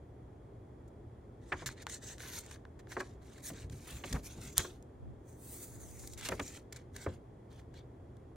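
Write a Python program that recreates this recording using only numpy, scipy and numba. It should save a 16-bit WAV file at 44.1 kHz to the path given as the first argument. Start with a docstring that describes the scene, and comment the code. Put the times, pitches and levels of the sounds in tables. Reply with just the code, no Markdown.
"""A small quiet room, a stereo microphone close over a wooden table, the subject a little to the right.
A crisp paper banknote is picked up, flexed, laid down, slid along the wood and turned over.
The sheet buckles with dull flaps, its creases give way in tiny snaps, fingers rub and thud on it,
and it hisses as it is pushed over the table. At this distance its swings waft air at the microphone.
Behind it the room rumbles and the mains hum."""
import sys
import numpy as np
from scipy import signal
from scipy.fft import rfft, irfft, next_fast_len
from scipy.io import wavfile
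from scipy.ndimage import map_coordinates
from numba import njit

SR = 44100
rng = np.random.default_rng(int(sys.argv[2]) if len(sys.argv) > 2 else 0)


def store_pcm(level_fs):
    """Save levels as 16-bit WAV."""
    pcm = np.round(np.clip(level_fs, -1, 1) * 32767).astype(np.int16)
    wavfile.write(sys.argv[1], SR, np.atleast_2d(pcm).T)


N = 368661

# the sheet buckles or lands: (time [s], length [ms], level [dB], top edge [Hz], body [dB],
# air puff [dB], pitch of the modes [ratio], ring of the modes [dB], hollow of the bend [Hz])
FLAPS = [(1.5198, 8.3, 5, 2290, -4, 8, 1.0, 5.5, 1800), (1.618, 2.6, -9.5, 1390, 6, 11, 1.0, -4, 1010),
         (2.9664, 2.4, 0, 1800, 7, -25, 1.0, 4.5, 370),
         (3.0032, 2.8, -3.5, 1900, -0.5, -12, 1.02, 11.5, 1120),
         (3.5, 2.2, -18.5, 3220, 22, 28, 1.0, -9, 247), (4.037, 3.6, -7.5, 3130, 7.5, 1, 1.0, -4, 2870),
         (4.142, 22.4, -5, 2060, 7.5, 16, 0.7, 2.5, 232.4), (4.591, 9.3, -7, 3250, 7, 2, 1.0, 5.5, 1620),
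         (4.6462, 1.74, -12.5, 2100, 11.5, -2, 1.0, 7, 1300),
         (6.035, 3.6, -23, 2210, 3, 5, 1.0, -5.5, 1820), (6.286, 3, -4.5, 3180, 9, 17, 1.03, -14, 650),
         (6.317, 7.5, 1, 2160, 6, 8, 1.03, -4, 595), (6.3944, 4.5, -2, 3270, 6.5, 11, 0.75, 4, 1160),
         (7.062, 2.9, -2, 1650, 10, 9, 1.0, 1.5, 500)]
# bending modes that outlast the rest: (frequency [Hz], t60 [s], relative level [dB])
SHEET_MODES = [(363.8, 0.15, 7), (706, 0.11, -9), (1084, 0.064, 0), (1330, 0.06, -15.5), (1627, 0.068, 2.5),
               (1840, 0.073, -3), (2280, 0.065, 0.5)]
# creases give way: (time [s], length [ms], level [dB], tilt [dB/octave])
CRINKLES = [(0.877, 12, -43, 6), (1.66, 9.6, -6.5, -1), (1.666, 20.6, -7, 0), (1.69, 0.72, -22.5, -9),
            (1.819, 15, -20, -1), (1.868, 0.75, -13, -9), (1.896, 5, -16.5, 0), (2.181, 4.6, -25.5, -3),
            (2.2039, 1.6, -26, -8), (2.462, 4.6, -25, 1), (2.511, 5.5, -19.5, -1), (2.558, 6, -33.5, -8.5),
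            (2.652, 2.2, -37.5, -13.5), (2.791, 17, -28.5, -4.5), (2.871, 2, -40, -11.5),
            (2.917, 15, -22, -9.5), (3.0013, 10, -16, -2.5), (3.38, 6.5, -30, -6.5),
            (3.698, 4.1, -26.5, -2), (3.7236, 8.2, -26, -1.5), (4.057, 11, -22, 5),
            (4.1268, 6.7, -7.5, -0.5), (4.569, 19, -7, 0), (4.593, 23, -9, 0.5), (4.826, 1.5, -36.5, 6),
            (5.992, 11, -29, 12), (6.074, 3.4, -18, 7), (6.134, 5, -20.5, 4), (6.175, 32, -15.5, 3.5),
            (6.211, 2.6, -19, -1), (6.2497, 21, -7, -0.5), (6.287, 5.4, -7.5, 2), (6.3962, 6.1, -19.5, 3.5),
            (6.725, 7.2, -16, 1.5), (6.761, 13, -18.5, -0.5), (6.963, 5.5, -15, 0.5),
            (7.592, 8.9, -33.5, -4.5), (7.741, 3.6, -35, -5), (8.168, 3.3, -40.5, -1.5)]
# spectrum of one snap of a crease: (frequency [Hz], gain [dB])
SNAP_COLOUR = [(100, -24), (600, -17), (850, -8), (1200, -5), (1800, 2.5), (2150, -1.5), (2650, -7.5),
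               (3800, -1), (5200, -3.5), (7000, 2), (9000, -6), (12000, -9), (15000, -14.5)]
# spectrum of the corner flicking off a fingertip: (frequency [Hz], gain [dB])
FLICK_COLOUR = [(150, -27.5), (900, -3), (1700, -3), (2200, -11.5), (3200, 5.5), (4200, 1), (6300, 1.5),
                (8300, 9), (11000, 6), (15500, -3)]
# a finger strokes the paper: (start [s], length [s], rustle [dB], hiss [dB],
# swell from start to end [dB], rasp [Hz], sheen over the hiss [dB])
STROKES = [(1.422, 0.095, -69.5, -69, 13, 1900, -8), (1.531, 0.095, -62.5, -64, 11, 1900, -9),
           (1.691, 0.022, -58, -57, 6.5, 1800, -6), (1.776, 0.039, -60, -65, 3, 1900, -16),
           (1.906, 0.038, -51, -44, 2.5, 1850, -8), (2.028, 0.098, -57.5, -53, 6, 1850, -1.5),
           (2.202, 0.18, -51.5, -54.5, 0, 1923, 2), (2.335, 0.055, -71, -44.5, 4, 1900, 0.5),
           (2.433, 0.11, -59.5, -60, 3.5, 1900, -2), (2.9, 0.021, -54, -51.5, 8.5, 1650, -2),
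           (2.951, 0.057, -56.5, -60.5, 16, 1650, -10), (3.049, 0.087, -67, -67, -5, 1600, -13),
           (3.226, 0.18, -65.5, -65, 6.5, 2000, -2.5), (3.444, 0.049, -56, -49.5, 2, 2000, 7.5),
           (3.537, 0.09, -56.5, -58.5, 4, 1800, -4), (3.719, 0.21, -65, -61.5, 5.5, 2200, 2),
           (3.879, 0.16, -56, -60.5, -11, 2500, 9), (4.052, 0.14, -56, -56.5, -5.5, 2200, 1.5),
           (4.244, 0.028, -59, -52, 3.5, 2300, 3), (4.307, 0.088, -64.5, -58.5, -5.5, 2600, -1.5),
           (4.416, 0.12, -60.5, -56.5, -8.5, 2200, 3.5), (4.584, 0.19, -61.5, -58.5, -36.5, 3300, 1.5),
           (5.996, 0.15, -73, -57.5, 0, 2000, -2), (6.18, 0.095, -49.5, -54, 12, 2500, 2),
           (6.315, 0.075, -56.5, -59, -13.5, 2100, 1), (6.419, 0.059, -58.5, -50.5, 4.5, 2200, 0.5),
           (6.481, 0.092, -58.5, -58, 9, 2000, -1), (6.735, 0.065, -61, -66, -2, 1900, -9),
           (6.957, 0.09, -59, -57, 3, 2000, 1), (7.087, 0.055, -61.5, -66, -1.5, 2000, -2),
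           (7.516, 0.094, -69, -72, -4.5, 3300, -0.5), (7.747, 0.037, -64, -67, 10.5, 3300, -16)]
# spectrum of the rubbed sheet: (frequency [Hz], relative level [dB])
RUSTLE_COLOUR = [(200, -5), (500, -3.5), (1000, -1), (1350, -2), (1750, -2), (2150, -2.5), (2900, -5),
                 (3400, -2.5), (4400, -4), (5200, -10), (9000, -33.5)]
# spectrum of its rubbed fibres: (frequency [Hz], relative level [dB])
HISS_COLOUR = [(2000, -35.5), (3800, 0), (5000, -4.5), (5700, 3), (6600, 6), (8000, -1), (9000, -3.5),
               (10200, -10), (11500, -5.5), (12800, -11), (15500, -8)]
# pushes along the wood: (start [s], length [s], level [dB], swell from start to end [dB], speed [0-1])
PUSHES = [(5.285, 0.048, -65, -3, 0), (5.397, 0.14, -53, 14.5, 1.0), (5.563, 0.077, -50, 9.5, 0.93),
          (5.682, 0.077, -60, 7, 0.2), (5.805, 0.27, -56, -0.5, 0.05)]
# spectrum of a fast slide: (frequency [Hz], relative level [dB])
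FAST_SLIDE_COLOUR = [(800, -16), (2000, -10), (3100, -15), (4400, -8), (5300, -12), (6300, -5.5),
                     (7500, -1.5), (9000, 3.5), (10300, -5), (11300, 1), (13000, -5.5), (15500, 1.5)]
# spectrum of a slow slide: (frequency [Hz], relative level [dB])
SLOW_SLIDE_COLOUR = [(1000, -11.5), (2200, -9), (3000, -16.5), (3900, -14), (5400, -14), (6300, 1.5),
                     (7600, -3.5), (9000, -2.5), (12000, -14), (15500, -6.5)]
# a fingertip meets the taut note, or the table through it: (time [s], pitch [Hz], level [dB], t60 [s])
THUDS = [(1.661, 123, -34.5, 0.14), (4.138, 62, -27, 0.12), (4.142, 165, -30, 0.06),
         (7.0645, 487, -16.5, 0.011), (7.0717, 87, -26.5, 0.11)]
# air shoved at the microphone: (middle [s], half length [ms], level [dB], top edge [Hz])
SWINGS = [(3.675, 32, -44, 113.5), (3.744, 23, -45, 158), (3.961, 32, -46.5, 164), (4.147, 19.5, -35, 200),
          (4.386, 13, -48, 355), (4.449, 39, -49, 175), (4.597, 12, -37, 107)]
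# stereo width of the paper at the microphone: (frequency [Hz], side over mid [dB])
PAPER_WIDTH = [(100, -34.5), (350, -24.5), (700, -3), (1200, -9.5), (1900, -25), (2800, -3), (4500, -9.5),
               (7000, -1.5), (12000, -4.5)]
# spectrum of the room tone: (frequency [Hz], relative level [dB])
AIR_COLOUR = [(22, -27), (45, -6), (62, 0), (130, -4.5), (180, -12.5), (260, -9), (400, -10), (520, -16),
              (750, -19), (1100, -27), (1550, -34.5), (1950, -36.5), (2800, -47.5), (5500, -51.5),
              (8000, -52.5), (15500, -62.5)]
# stereo width of the room tone: (frequency [Hz], side over mid [dB])
AIR_WIDTH = [(50, -28), (130, -17.5), (300, -14.5), (550, -3.5), (800, 0.5), (1300, -0.5), (2000, -13.5),
             (4000, -3), (12000, -1.5)]
# mains hum: (frequency [Hz], level [dB])
HUM = [(119.5, -62.5)]
# a wide, low rumble swells: (start [s], length [s], level [dB])
RUMBLES = [(5.04, 0.072, -50), (5.734, 0.56, -57.5)]
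# thin bands of hiss in the background: (centre [Hz], width [Hz], level [dB])
HISS_BANDS = [(1900, 400, -89.5), (3317, 140, -88.5), (6840, 220, -95), (9650, 180, -95.5)]


def flaps(t60_at_1khz=0.077, damping_slope=0.73, travel_ms=0.3, rise_share=0.26):
    """Each buckle rings the sheet's crowded bending modes; low ones arrive later and last longer."""
    out, crowd, t = np.zeros((2, N)), 0, np.arange(SR // 5) / SR
    edges_hz = 35 * 2 ** (np.arange(18) / 2)   # half octaves
    length_ms = np.array(FLAPS)[:, 1:2]
    for low, high in zip(edges_hz, edges_hz[1:]):
        hz = np.sqrt(low * high)
        age = t - travel_ms / 1000 * np.sqrt(1000 / hz)   # bending waves speed up as root frequency
        t60 = t60_at_1khz * (1000 / max(hz, 260)) ** damping_slope
        rise = np.clip(age * 1000 / (rise_share * length_ms), 0, 1)
        decay = from_db(-60 * np.maximum(age - length_ms / 1000, 0) / t60)
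        push = rise * decay * rng.standard_normal((2, len(FLAPS), len(t)))
        band = energy_one(butter(push, 2, [low, high], "band"))
        crowd = crowd + band * np.sqrt(2 * (high - low) / SR)
    for k, (s, _, db, top_hz, body_db, puff_db, pitch_ratio, ring_db, hollow_hz) in enumerate(FLAPS):
        sheet = crowd[:, k] + from_db(ring_db) * sheet_ring(t, pitch_ratio)
        flap = colour(sheet, lambda hz: db + flap_colour(hz, top_hz, body_db, puff_db)
                      + hollow(hz, hollow_hz))
        add(out, s, flap)
    return stereo(out, PAPER_WIDTH)


def sheet_ring(t, pitch_ratio):
    """The strongest modes of the held sheet die away; they lie lower when it is held slack."""
    out = 0
    for hz, t60, db in SHEET_MODES:
        decay = from_db(-60 * t / t60)
        tone = np.sin(2 * np.pi * (pitch_ratio * hz * t + rng.random((2, 1))))
        out = out + from_db(db) * tone * 2 * decay / decay.sum()
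    return out


def flap_colour(hz, top_hz, body_db, puff_db, body_hz=700, puff_hz=130, bass_hz=58, gain_db=-0.5):
    """Gain in dB of a flap: shoved air at the bottom, the sheet's body above, then a steep top edge."""
    air_share = 1 / (1 + (hz / puff_hz) ** 4)
    lows_db = air_share * puff_db + (1 - air_share) * body_db / (1 + (hz / body_hz) ** 4)
    edge = 1 / np.sqrt(1 + (hz / top_hz) ** 10)
    treble_leak = from_db(-25) / (1 + (hz / top_hz / 2) ** 2)
    bass_cut_db = 10 * np.log10(1 + (bass_hz / (hz + 10)) ** 4)
    return gain_db + lows_db + 20 * np.log10(edge + treble_leak) - bass_cut_db


def hollow(hz, centre_hz, peak_db=2.5, width_octaves=0.18):
    """Gain in dB of the cupped sheet, which favours one pitch for each way it is bent."""
    return peak_db / (1 + (np.log2((hz + 1) / centre_hz) / width_octaves) ** 2)


def crinkles(crest=0.27, max_crack_share=0.46, snap_ms=1.05, ring_db=-20, ring_t60=0.082):
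    """A crease lets go in a run of uneven snaps; the shorter the run, the more it is one clean crack."""
    runs, cracks, t = np.zeros((2, N)), np.zeros((2, N)), np.arange(SR // 12) / SR
    for s, length_ms, level_db, tilt in CRINKLES:
        snaps = rng.standard_normal((2, len(t))) * uneven((2, len(t)), spread_db=4.0, limit=4)
        swell = np.exp(-((t * 1000 / length_ms - crest) / (1 - crest)) ** 2)
        ring = from_db(ring_db - 60 * t / ring_t60)
        run = energy_one(snaps * (swell + ring))
        crack_share = max_crack_share * (snap_ms / max(length_ms, snap_ms)) ** 2
        parts = np.vstack([np.sqrt(1 - crack_share) * run, np.sqrt(crack_share) * (t == 0)])
        parts = colour(parts, lambda hz: level_db + at_hz(SNAP_COLOUR, hz)
                       + tilt * np.log2(np.clip(hz, 1400, 9000) / 5000))
        add(runs, s, parts[:2])
        add(cracks, s, parts[2:])
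    return stereo(runs, PAPER_WIDTH) + cracks


def flick(time_s=4.5805, scatter_db=-7, scatter_t60=0.008):
    """The corner flicks off a fingertip: one hard, bright crack and a brief scatter of smaller snaps."""
    out, t = np.zeros((2, N)), np.arange(SR // 20) / SR
    scatter = energy_one(rng.standard_normal((2, len(t))) * from_db(-60 * t / scatter_t60))
    crack = (t == 0) + from_db(scatter_db) * scatter
    add(out, time_s, colour(crack, lambda hz: at_hz(FLICK_COLOUR, hz)))
    return out


def rubbing(gain_db=-2.0, grip_db=1.1, sheen_hz=10000):
    """Fingers stroke the paper with an uneven grip: the sheet rustles under the hiss of its fibres."""
    powers = np.array([gesture(s, length, 0, swell, attack_db_per_s=798.5, release_db_per_s=504.5)
                       for s, length, _, _, swell, *_ in STROKES])
    _, _, rustle_db, hiss_db, _, rasp_hz, sheen_db = np.transpose(STROKES)
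    pitch = (rasp_hz @ powers) / (powers.sum(axis=0) + 1e-30)
    rustle = np.sqrt(from_db(rustle_db) ** 2 @ powers) * sheet_rustle(pitch)
    fibres = fibre_hiss()
    hiss = np.sqrt(from_db(hiss_db) ** 2 @ powers) * butter(fibres, 3, sheen_hz, "low")
    sheen = np.sqrt(from_db(hiss_db + sheen_db) ** 2 @ powers) * butter(fibres, 3, sheen_hz, "high")
    return (rustle + hiss + sheen) * from_db(gain_db + grip_db * drift(45))


def sheet_rustle(rasp_hz, rasp_db=2.5, sway=0.047, crackle_db=-8):
    """The rubbed sheet crackles and rasps at the pitch of its free span."""
    pitch = rasp_hz * np.exp(sway * drift(14))
    grit = friction(RUSTLE_COLOUR, catches_per_s=900, spread_db=-0.5, smooth_db=1.5, judder_db=2.0)
    rasp = np.array([resonate(channel, pitch, q=5.0) for channel in grit])
    ticks = crackle(per_s=110, low_hz=1280, high_hz=4505)
    return rms_one(grit + from_db(rasp_db) * rasp) + from_db(crackle_db) * ticks


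def fibre_hiss(squeak_hz=8400, squeak_db=2.0, sway=0.14, crackle_db=-11, snag_db=-9):
    """Rubbed fibres tick and hiss, sharpest at a pitch that wanders with the grip."""
    hiss = friction(HISS_COLOUR, catches_per_s=1900, spread_db=1.5, smooth_db=5.5, judder_db=2.25)
    pitch = np.minimum(squeak_hz * np.exp(sway * drift(9)), SR / 4)
    squeak = np.array([resonate(channel, pitch, q=5.0) for channel in hiss])
    ticks = from_db(crackle_db) * crackle(per_s=244, low_hz=4400, high_hz=9540)
    return rms_one(hiss + from_db(squeak_db) * squeak) + ticks + from_db(snag_db) * snags()


def snags(per_s=45, bunch_db=-1.5):
    """Skin catches on the raised print and lets go with crisp ticks that come in bunches; rms 1."""
    sizes = rng.choice([-1, 1], N) * uneven(N, spread_db=0.5, limit=3)
    ticks = sizes * (rng.random(N) < per_s * from_db(bunch_db * drift(12)) / SR)
    return flexing(colour(ticks, lambda hz: at_hz(HISS_COLOUR, hz))[None])


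def sliding(grain_db=-19, drag_db=1.0):
    """Paper on wood: a silky hiss, brighter when faster; it drags unevenly and ticks over the grain."""
    powers = np.array([gesture(s, length, db, swell, attack_db_per_s=420, release_db_per_s=223)
                       for s, length, db, swell, _ in PUSHES])
    speed = np.array(PUSHES)[:, -1]
    fast = friction(FAST_SLIDE_COLOUR, catches_per_s=8900, spread_db=1.0, smooth_db=1.0, judder_db=0.6)
    slow = friction(SLOW_SLIDE_COLOUR, catches_per_s=2900, spread_db=3.0, smooth_db=5.0, judder_db=0.8)
    hiss = np.sqrt(speed @ powers) * fast + np.sqrt((1 - speed) @ powers) * slow
    ticks = np.sqrt(powers.sum(axis=0)) * crackle(per_s=250, low_hz=5700, high_hz=11100, cycles=12)
    return (hiss + from_db(grain_db) * ticks) * from_db(drag_db * drift(30))


def friction(spectrum, catches_per_s, spread_db, smooth_db, judder_db):
    """Fibres catch and let go at random over a smooth hiss, and the contact judders; rms 1."""
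    sizes = rng.choice([-1, 1], (2, N)) * uneven((2, N), spread_db, limit=4)
    catches = rms_one(sizes * (rng.random(N) < catches_per_s / SR))
    smooth = from_db(smooth_db) * rng.standard_normal((2, N))
    contact = (catches + smooth) * from_db(judder_db * drift(110))
    return flexing(stereo(colour(contact, lambda hz: at_hz(spectrum, hz)), PAPER_WIDTH))


def crackle(per_s, low_hz, high_hz, cycles=14, pitches=14):
    """Single fibres tick, each ringing briefly at one of a set of pitches; rms 1."""
    sizes = rng.choice([-1, 1], N) * uneven(N, spread_db=-1.0, limit=3)
    ticks = sizes * (rng.random(N) < per_s / SR)
    out, pitch_index = 0, rng.integers(0, pitches, N)
    for k, hz in enumerate(np.geomspace(low_hz, high_hz, pitches)):
        resonance = signal.iirpeak(hz, cycles / 2, fs=SR)
        out = out + signal.lfilter(*resonance, ticks * (pitch_index == k) + 1e-18) / np.sqrt(hz)
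    return rms_one(out)


def flexing(x, depth=0.459, changes_per_s=7, nearest_ms=.45, farthest_ms=2.8, sway=.2):
    """Short paths across the bending sheet stretch, come and go, so its resonances keep shifting."""
    out = x
    for lag_ms in np.geomspace(nearest_ms, farthest_ms, 4):
        path = delayed(x, lag_ms * np.exp(sway * drift(5)))
        out = out + depth * drift(changes_per_s) * path
    return rms_one(out)


def thuds(rise_cycles=0.44, sag=0.04):
    """A fingertip's thud swells within a cycle and dies away, sinking in pitch as the pressure eases."""
    out, t = np.zeros((2, N)), np.arange(SR // 4) / SR
    for s, hz, db, t60 in THUDS:
        decay = from_db(-60 * t / t60)
        cycles = np.cumsum(hz * (1 + sag * (decay - .5))) / SR
        rise = 1 - np.exp(-(cycles / rise_cycles) ** 2)
        add(out, s, from_db(db) * rise * decay * np.sin(2 * np.pi * cycles)[None])
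    return out


def swings():
    """The swinging note wafts air at the microphone, the same in both channels."""
    out, t = np.zeros((2, N)), np.arange(-SR // 8, SR // 8) / SR
    for s, half_ms, db, top_hz in SWINGS:
        swell = np.exp(-.5 * (t * 1000 / half_ms) ** 2)
        waft = rms_one(swell * low_noise(len(t), top_hz)) * np.sqrt(np.mean(swell ** 2))
        add(out, s + t[0], from_db(db) * waft[None])
    return out


def table_echo(x, delay_ms=1.54, sway=0.1, strength=0.26, scatter_hz=2600):
    """The back of the sheet radiates in opposite phase, and that sound returns off the table."""
    mirrored = butter(x, 1, [120, scatter_hz], "band")   # the curved paper scatters the treble away
    return x - strength * delayed(mirrored, delay_ms * (1 + sway * drift(4.3)))


def room_reverb(x, t60=0.396, first_echo_s=0.018, wall_hz=5000):
    """The walls return diffuse, slightly dull reflections, different in each channel."""
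    t = np.arange(SR // 2) / SR
    tail = energy_one(rng.standard_normal((2, len(t))) * from_db(-60 * t / t60) * (t > first_echo_s))
    tail = colour(tail, lambda hz: -10 * np.log10(1 + (hz / wall_hz) ** 2))
    return signal.fftconvolve(x, tail, axes=1)[:, :N]


def background(air_db=-53, waver_db=0.5, rumble_top_hz=140):
    """Room air with thin bands of hiss and a wavering mains hum; apart from it, a faint wide low rumble comes
    and goes, opposite in the two channels."""
    air = colour(rng.standard_normal((2, N)), lambda hz: at_hz(AIR_COLOUR, hz))
    air = from_db(air_db) * rms_one(stereo(air, AIR_WIDTH))
    for centre_hz, width_hz, db in HISS_BANDS:
        band = signal.iirpeak(centre_hz, centre_hz / width_hz, fs=SR)
        air += from_db(db) * rms_one(signal.lfilter(*band, rng.standard_normal((2, N))))
    hum = sum(np.sqrt(2) * from_db(db) * np.sin(2 * np.pi * hz * np.arange(N) / SR) for hz, db in HUM)
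    rumble_power = sum(gesture(s, length, db, 0, attack_db_per_s=297, release_db_per_s=297)
                       for s, length, db in RUMBLES)
    rumble = np.sqrt(rumble_power) * low_noise(N, rumble_top_hz)
    return air + hum * from_db(waver_db * drift(5.9)) + np.array([rumble, -rumble])


def gesture(start, length, level_db, swell_db, attack_db_per_s, release_db_per_s):
    """Power of one movement: it sets in, swells or sags evenly while it lasts, and dies away."""
    power = np.zeros(N)
    span = slice(max(int((start - .5) * SR), 0), min(int((start + length + .5) * SR), N))
    age = np.arange(span.start, span.stop) / SR - start
    held_db = level_db + swell_db * (np.clip(age / length, 0, 1) - .5)
    fade_db = attack_db_per_s * np.maximum(-age, 0) + release_db_per_s * np.maximum(age - length, 0)
    power[span] = from_db(held_db - fade_db) ** 2
    return power


def low_noise(size, top_hz, bottom_hz=45):
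    """Lumpy bass turbulence of rms 1."""
    return rms_one(butter(rng.standard_normal(size), 2, [bottom_hz, top_hz], "band"))


def drift(per_s):
    """A random wander of rms 1."""
    points = rng.standard_normal(2048)
    return rms_one(np.interp(np.arange(N) / SR * per_s, np.arange(len(points)), points))


def uneven(shape, spread_db, limit):
    """Random gains, most near 1, a few as far off as limit times the spread."""
    return from_db(spread_db * np.minimum(rng.exponential(1, shape), limit))


@njit
def resonate(x, hz, q):
    """A resonance of gain 1 whose centre moves."""
    out, low, band = np.zeros(len(x)), 0.0, 0.0
    for i in range(len(x)):
        step = 2 * np.sin(np.pi * hz[i] / SR)
        low += step * band
        band += step * (x[i] - low - band / q)
        out[i] = band / q
    return out


def colour(x, gain_db):
    """Causal (minimum-phase) filter whose gain in dB is a function of Hz."""
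    size = 2 * next_fast_len(x.shape[-1] // 2 + 1)
    hz = np.arange(size // 2 + 1) * SR / size
    cepstrum = irfft(np.log(from_db(gain_db(hz))))
    cepstrum[1:size // 2] *= 2
    cepstrum[size // 2 + 1:] = 0
    return irfft(rfft(x, size) * np.exp(rfft(cepstrum)))[..., :x.shape[-1]]


def stereo(pair, width):
    """Two unrelated signals become left and right, sharing the power as mid and side."""
    mid = colour(pair[0], lambda hz: -10 * np.log10(1 + from_db(at_hz(width, hz)) ** 2))
    side = colour(pair[1], lambda hz: -10 * np.log10(1 + from_db(-at_hz(width, hz)) ** 2))
    return np.array([mid + side, mid - side])


def butter(x, order, hz, kind):
    """Low-, high- or band-pass filter."""
    return signal.sosfilt(signal.butter(order, hz, kind, fs=SR, output="sos"), x)


def delayed(x, lag_ms):
    """Delay each channel by a time that varies."""
    now = np.arange(N)
    return np.array([np.interp(now - lag_ms / 1000 * SR, now, channel) for channel in x])


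def at_hz(points, hz):
    """Read a spectrum on a log-frequency axis."""
    f, value = np.transpose(points)
    return np.interp(np.log(hz + 1), np.log(f), value)


def from_db(db):
    """Decibels to gain."""
    return 10 ** (np.asarray(db) / 20)


def rms_one(x):
    """Scale to unit power."""
    return x / np.sqrt(np.mean(x ** 2) + 1e-30)


def energy_one(x):
    """Scale each channel to unit energy."""
    return x / np.sqrt(np.sum(x ** 2, axis=-1, keepdims=True))


def add(out, s, sound):
    """Mix a sound in at a given time."""
    start = int(s * SR)
    out[:, start:start + sound.shape[-1]] += sound[:, :N - start]


def scene(left_lag_ms=0.018, reverb_db=-23):
    """The note close up, a little nearer the right side of the microphone, with the room behind it."""
    note = table_echo(crinkles() + rubbing()) + flaps() + thuds() + sliding() + flick()
    left = map_coordinates(note[0], [np.arange(N) - left_lag_ms / 1000 * SR], order=5)
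    note = np.array([left, note[1]])
    return note + from_db(reverb_db) * room_reverb(note) + swings() + background()


def record(dry, cutoff_hz=15750):
    """The microphone signal is cut steeply at the top."""
    return signal.sosfilt(signal.ellip(10, .1, 80, cutoff_hz, fs=SR, output="sos"), dry)


dry = scene()
out = record(dry)
store_pcm(out)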